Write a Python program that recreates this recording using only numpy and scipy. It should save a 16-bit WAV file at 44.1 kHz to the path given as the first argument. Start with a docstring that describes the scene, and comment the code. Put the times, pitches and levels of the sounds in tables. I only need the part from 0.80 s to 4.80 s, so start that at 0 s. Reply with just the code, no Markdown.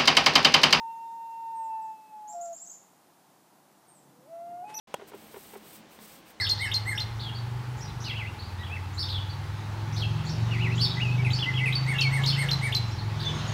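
"""A loon on a calm lake

A loon wails in a nearly pure harmonic tone that sinks, breaks to its lower register and stops, then
starts again and breaks upward; the shores return faint echoes. Small birds chip and whistle in rapid
frequency sweeps, scattered by the trees, and something rustles briefly near the end.
Beneath lie three bands of noise: a soft distant wash, a growing rumble and a faint even hiss."""
import sys
import numpy as np
from scipy import signal
from scipy.fft import rfft, irfft
from scipy.io import wavfile

SR = 44100
rng = np.random.default_rng(int(sys.argv[2]) if len(sys.argv) > 2 else 0)


def int16_out(signal):
    """Quantize to a 16-bit WAV file."""
    q = np.round(np.clip(np.atleast_2d(signal).T, -1, 1) * 32767)
    wavfile.write(sys.argv[1], SR, q.astype(np.int16))


N = 176400
TIME = np.arange(N) / SR

# Noise spectra: (frequency [Hz], relative spectral density [dB])
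WASH_SPECTRUM = [(30, -39), (60, -22), (110, -14), (185, 1.5), (250, -4), (330, -2), (480, -7.5), (800, 0),
                 (1200, -7.5), (2000, -17), (4000, -46)]
RUMBLE_SPECTRUM = [(30, -44), (80, -21.5), (145, 1.5), (220, -5.5), (290, 1.5), (450, -8), (900, -15.5),
                   (2000, -46)]
RUSTLE_SPECTRUM = [(40, -33), (150, -4), (400, 2), (1300, 0.5), (2200, -2.5), (3600, -7), (6000, -13.5),
                   (10000, -14), (15000, -28)]
HISS_SPECTRUM, HISS_DB = [(100, -18.5), (2000, -0.5), (4000, 0), (9000, -0.5), (15000, -3)], -66.5
# Noise envelopes: (time [s], level [dB])
WASH_ENVELOPE = [(0, -64), (1.3, -63.5), (2.2, -63), (3.3, -63), (4, -61.5)]
RUMBLE_ENVELOPE = [(0, -81), (2.3, -75.5), (3.1, -68.5), (3.6, -62.5), (4, -59.5)]
RUSTLE_ENVELOPE = [(3.84, -85), (3.88, -61), (3.903, -49.5), (3.915, -54), (3.935, -57), (3.943, -49),
                   (3.955, -62), (3.98, -65), (4, -48)]

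# Quick chips and thin whistles: (onset [s], duration [s], reference frequency [Hz], level [dB])
CHIP_CALLS = [(1.475, 0.056, 7750, -46.5), (1.603, .056, 7660, -46.5), (1.726, .055, 7647, -46),
              (1.795, .059, 7910, -44.5), (1.860, .048, 7220, -46.5), (1.891, 0.044, 7360, -46.5)]
WHISTLE_CALLS = [(.752, 0.11, 8590, -63), (1.015, .05, 7800, -67), (3.072, 0.12, 8690, -62.5)]
# A chip climbs, levels off and snaps down; a whistle holds, then sags:
# (time [share of duration], frequency [share of reference], relative level [dB])
CHIP_CONTOUR = [(0, .82, -17), (0.081, .86, -5.5), (0.418, 0.96, -3), (.68, 0.97, -5), (0.871, .98, -6.5),
                (.94, 0.77, -11), (1, .63, -22)]
WHISTLE_CONTOUR = [(0, .99, -7.5), (.17, 1, -5), (.42, 0.98, -6), (.65, .94, -4.5), (.85, .87, -8),
                   (1, .83, -8)]
# One arched chirp close by: (time [s], frequency [Hz], level [dB])
NEAR_CHIRP_CURVE = [(3.942, 5400, -51), (3.948, 5860, -41.5), (3.954, 5980, -39.5), (3.96, 6180, -48),
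                    (3.968, 5980, -35.5), (3.981, 5700, -40.5), (3.987, 4910, -55.5), (3.991, 3730, -45.5),
                    (3.998, 3000, -54)]

# Upper-register loon notes: (time [s], frequency [Hz], level [dB], third-harmonic level [dB])
LOON_UPPER_NOTES = [
    [(0, 913, -36, -76), (.09, 909, -36, -68), (.14, 912, -39, -66.5), (.36, 916, -41, -77.5),
     (.52, 911, -39.5, -66.5), (.68, 910.5, -36.5, -72), (.81, 901.7, -34.5, -71.5), (.94, 890, -34, -65),
     (1.0, 885.5, -35.5, -71.5), (1.11, 880, -39, -68.5), (1.17, 875, -49.5, -70.5),
     (1.295, 865.5, -55, -71.5), (1.335, 860, -44.5, -77), (1.46, 847, -45.5, -89),
     (1.535, 845, -41.5, -86), (1.58, 815, -68, -95)],
    [(3.825, 770, -55, -95), (3.838, 784, -41.5, -85), (3.85, 835, -44.5, -66), (3.926, 860, -47.5, -61.5),
     (4.0, 873, -43.5, -56.5)],
]
# Lower-register loon notes: (time [s], frequency [Hz], level [dB])
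LOON_LOWER_NOTES = [
    [(1.49, 701, -60), (1.53, 706, -52.5), (1.552, 695, -37), (1.646, 688, -37), (1.736, 671.5, -41),
     (1.765, 686, -65)],
    [(3.33, 470.3, -72), (3.44, 518, -59.5), (3.47, 581, -59), (3.492, 655, -53), (3.535, 669.5, -42),
     (3.8, 712, -40.5), (3.838, 728, -38.5), (3.86, 750, -56)],
]
# For each lower note, relative to the fundamental: (harmonic 2 [dB], harmonic 3 [dB], harmonic 4 [dB])
LOWER_HARMONICS_DB = [
    [-30.5, -48, -51],
    [-27, -36.5, -40],
]
# Upper-register harmonics 2 and 4 to 8, relative to the fundamental at TOP_HZ
UPPER_SECOND_DB, UPPER_HIGH_DB = -38.5, [-43.5, -51, -47.5, -47, -44]
TOP_HZ, DULLING_DB_PER_HZ = 912, 0.9   # harmonics 4 to 8 weaken as the pitch sinks
# Reflections from the shores: (delay [s], gain [dB])
SHORE_REFLECTIONS = [(.04, -30), (.095, -23.5), (.29, -34)]


def from_db(db):
    """The decibel scale: 20 dB is a tenfold amplitude."""
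    return 10 ** (np.asarray(db) / 20)


def unit_rms(x):
    """Normalisation to unit mean power."""
    return x / np.sqrt(np.mean(x ** 2) + 1e-20)


def drift(rate_hz):
    """Random modulation: white noise through a two-pole low-pass, at unit rms."""
    pole = np.exp(-2 * np.pi * rate_hz / SR)
    wander = signal.lfilter([1], [1, -2 * pole, pole * pole], rng.standard_normal(N + SR))
    return unit_rms(wander[SR:])


def coloured_noise(spectrum):
    """Spectral shaping: white noise weighted by frequency, at unit rms."""
    hz, db = np.transpose(spectrum)
    bin_hz = np.maximum(np.fft.rfftfreq(N, 1 / SR), 1)
    gain = from_db(np.interp(np.log(bin_hz), np.log(hz), db))
    return unit_rms(irfft(rfft(rng.standard_normal(N)) * gain, N))


def envelope(curve):
    """Exponential growth and decay: straight lines in decibels between points."""
    times, db = np.transpose(curve)
    return from_db(np.interp(TIME, times, db))


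def bird_tone(curve, overtones, jitter=0.0091, shimmer_db=3.5, waver_hz=204):
    """Additive synthesis: partials share one phase, with jitter in pitch and shimmer in level."""
    times, hz, db = np.transpose(curve)
    pitch = np.interp(TIME, times, hz) * (1 + jitter * drift(waver_hz))
    gate = np.clip(np.minimum(TIME - times[0], times[-1] - TIME) / .002 + 1, 0, 1)   # 2 ms ramps
    level = gate * from_db(np.interp(TIME, times, db) + shimmer_db * drift(waver_hz))
    phase = 2 * np.pi * np.cumsum(pitch) / SR
    partials = sum(from_db(gain_db) * np.sin(ratio * phase) for ratio, gain_db in [(1, 0), *overtones])
    return np.sqrt(2) * level * partials


def scatter(x, t60_s):
    """Diffuse reverberation: convolution with exponentially decaying noise of unit energy."""
    t = np.arange(SR) / SR
    tail = rng.standard_normal(SR) * from_db(-60 * t / t60_s) * np.minimum(t / .004, 1)
    return signal.fftconvolve(x, tail / np.sqrt(np.sum(tail ** 2)))[:N]


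def background(surge_db=2, surge_hz=5):
    """Incoherent addition: the powers of a distant wash, an uneven rumble and a steady hiss sum."""
    surge = from_db(surge_db * drift(surge_hz))
    rumble = envelope(RUMBLE_ENVELOPE) * surge * coloured_noise(RUMBLE_SPECTRUM)
    wash = envelope(WASH_ENVELOPE) * coloured_noise(WASH_SPECTRUM)
    hiss = from_db(HISS_DB) * coloured_noise(HISS_SPECTRUM)
    return wash + rumble + hiss


def rustle(rough_db=1.0, flutter_hz=150):
    """Rapid amplitude modulation roughens a short burst of broadband noise."""
    flutter = from_db(rough_db * drift(flutter_hz))
    return envelope(RUSTLE_ENVELOPE) * flutter * coloured_noise(RUSTLE_SPECTRUM)


def calls(rows, contour, octave_db):
    """Time and frequency scaling: one contour is stretched and transposed for each call."""
    curves = [np.array(contour) * [length, hz, 1] + [onset, 0, db] for onset, length, hz, db in rows]
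    return sum(bird_tone(curve, [(2, octave_db)]) for curve in curves)


def small_birds():
    """The direct-to-reverberant ratio marks distance: calls in the trees ring more than a near chirp."""
    chips = calls(CHIP_CALLS, CHIP_CONTOUR, octave_db=-25.5)
    whistles = calls(WHISTLE_CALLS, WHISTLE_CONTOUR, octave_db=-38)
    near = bird_tone(NEAR_CHIRP_CURVE, [(2.027, -11.5)])   # one overtone, just above the octave
    into_trees = chips + whistles + from_db(-6.5) * near
    branches = from_db(1) * scatter(into_trees, t60_s=0.37)
    wood = from_db(-8) * scatter(into_trees, t60_s=.6)
    return chips + whistles + near + branches + wood


def loon_note(curve, harmonics_db, fade_db=2.5, fade_hz=13.6):
    """A harmonic series on a nearly steady fundamental; each overtone swells and fades independently."""
    overtones = [(k, db + fade_db * drift(fade_hz)) for k, db in enumerate(harmonics_db, 2)]
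    return bird_tone(curve, overtones, jitter=0.0014, shimmer_db=.5, waver_hz=29.7)


def loon():
    """Register breaks make the wail's pitch jump; reflection from the shores adds delayed copies."""
    voice = sum(map(loon_note, LOON_LOWER_NOTES, LOWER_HARMONICS_DB))
    for curve in LOON_UPPER_NOTES:
        times, hz, db, third_db = np.transpose(curve)
        dulling_db = DULLING_DB_PER_HZ * (TOP_HZ - np.interp(TIME, times, hz))
        relative_third_db = np.interp(TIME, times, third_db - db)
        high_db = [top_db - dulling_db for top_db in UPPER_HIGH_DB]
        harmonics_db = [UPPER_SECOND_DB, relative_third_db, *high_db]
        voice = voice + loon_note(np.column_stack([times, hz, db]), harmonics_db)
    echoes = sum(from_db(db) * np.interp(TIME - delay, TIME, voice, left=0)
                 for delay, db in SHORE_REFLECTIONS)
    lake = from_db(-24) * scatter(voice, t60_s=.7)
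    return voice + echoes + lake


def scene():
    """Superposition: the pressures of all sources add at one point on the shore."""
    return (loon() + small_birds() + background() + rustle())[None, :]


def record(dry, cutoff_hz=15250):
    """Band limiting: an elliptic low-pass cuts the highest treble steeply."""
    return signal.sosfilt(signal.ellip(12, .1, 80, cutoff_hz, fs=SR, output="sos"), dry)


dry = scene()
out = record(dry)
int16_out(out)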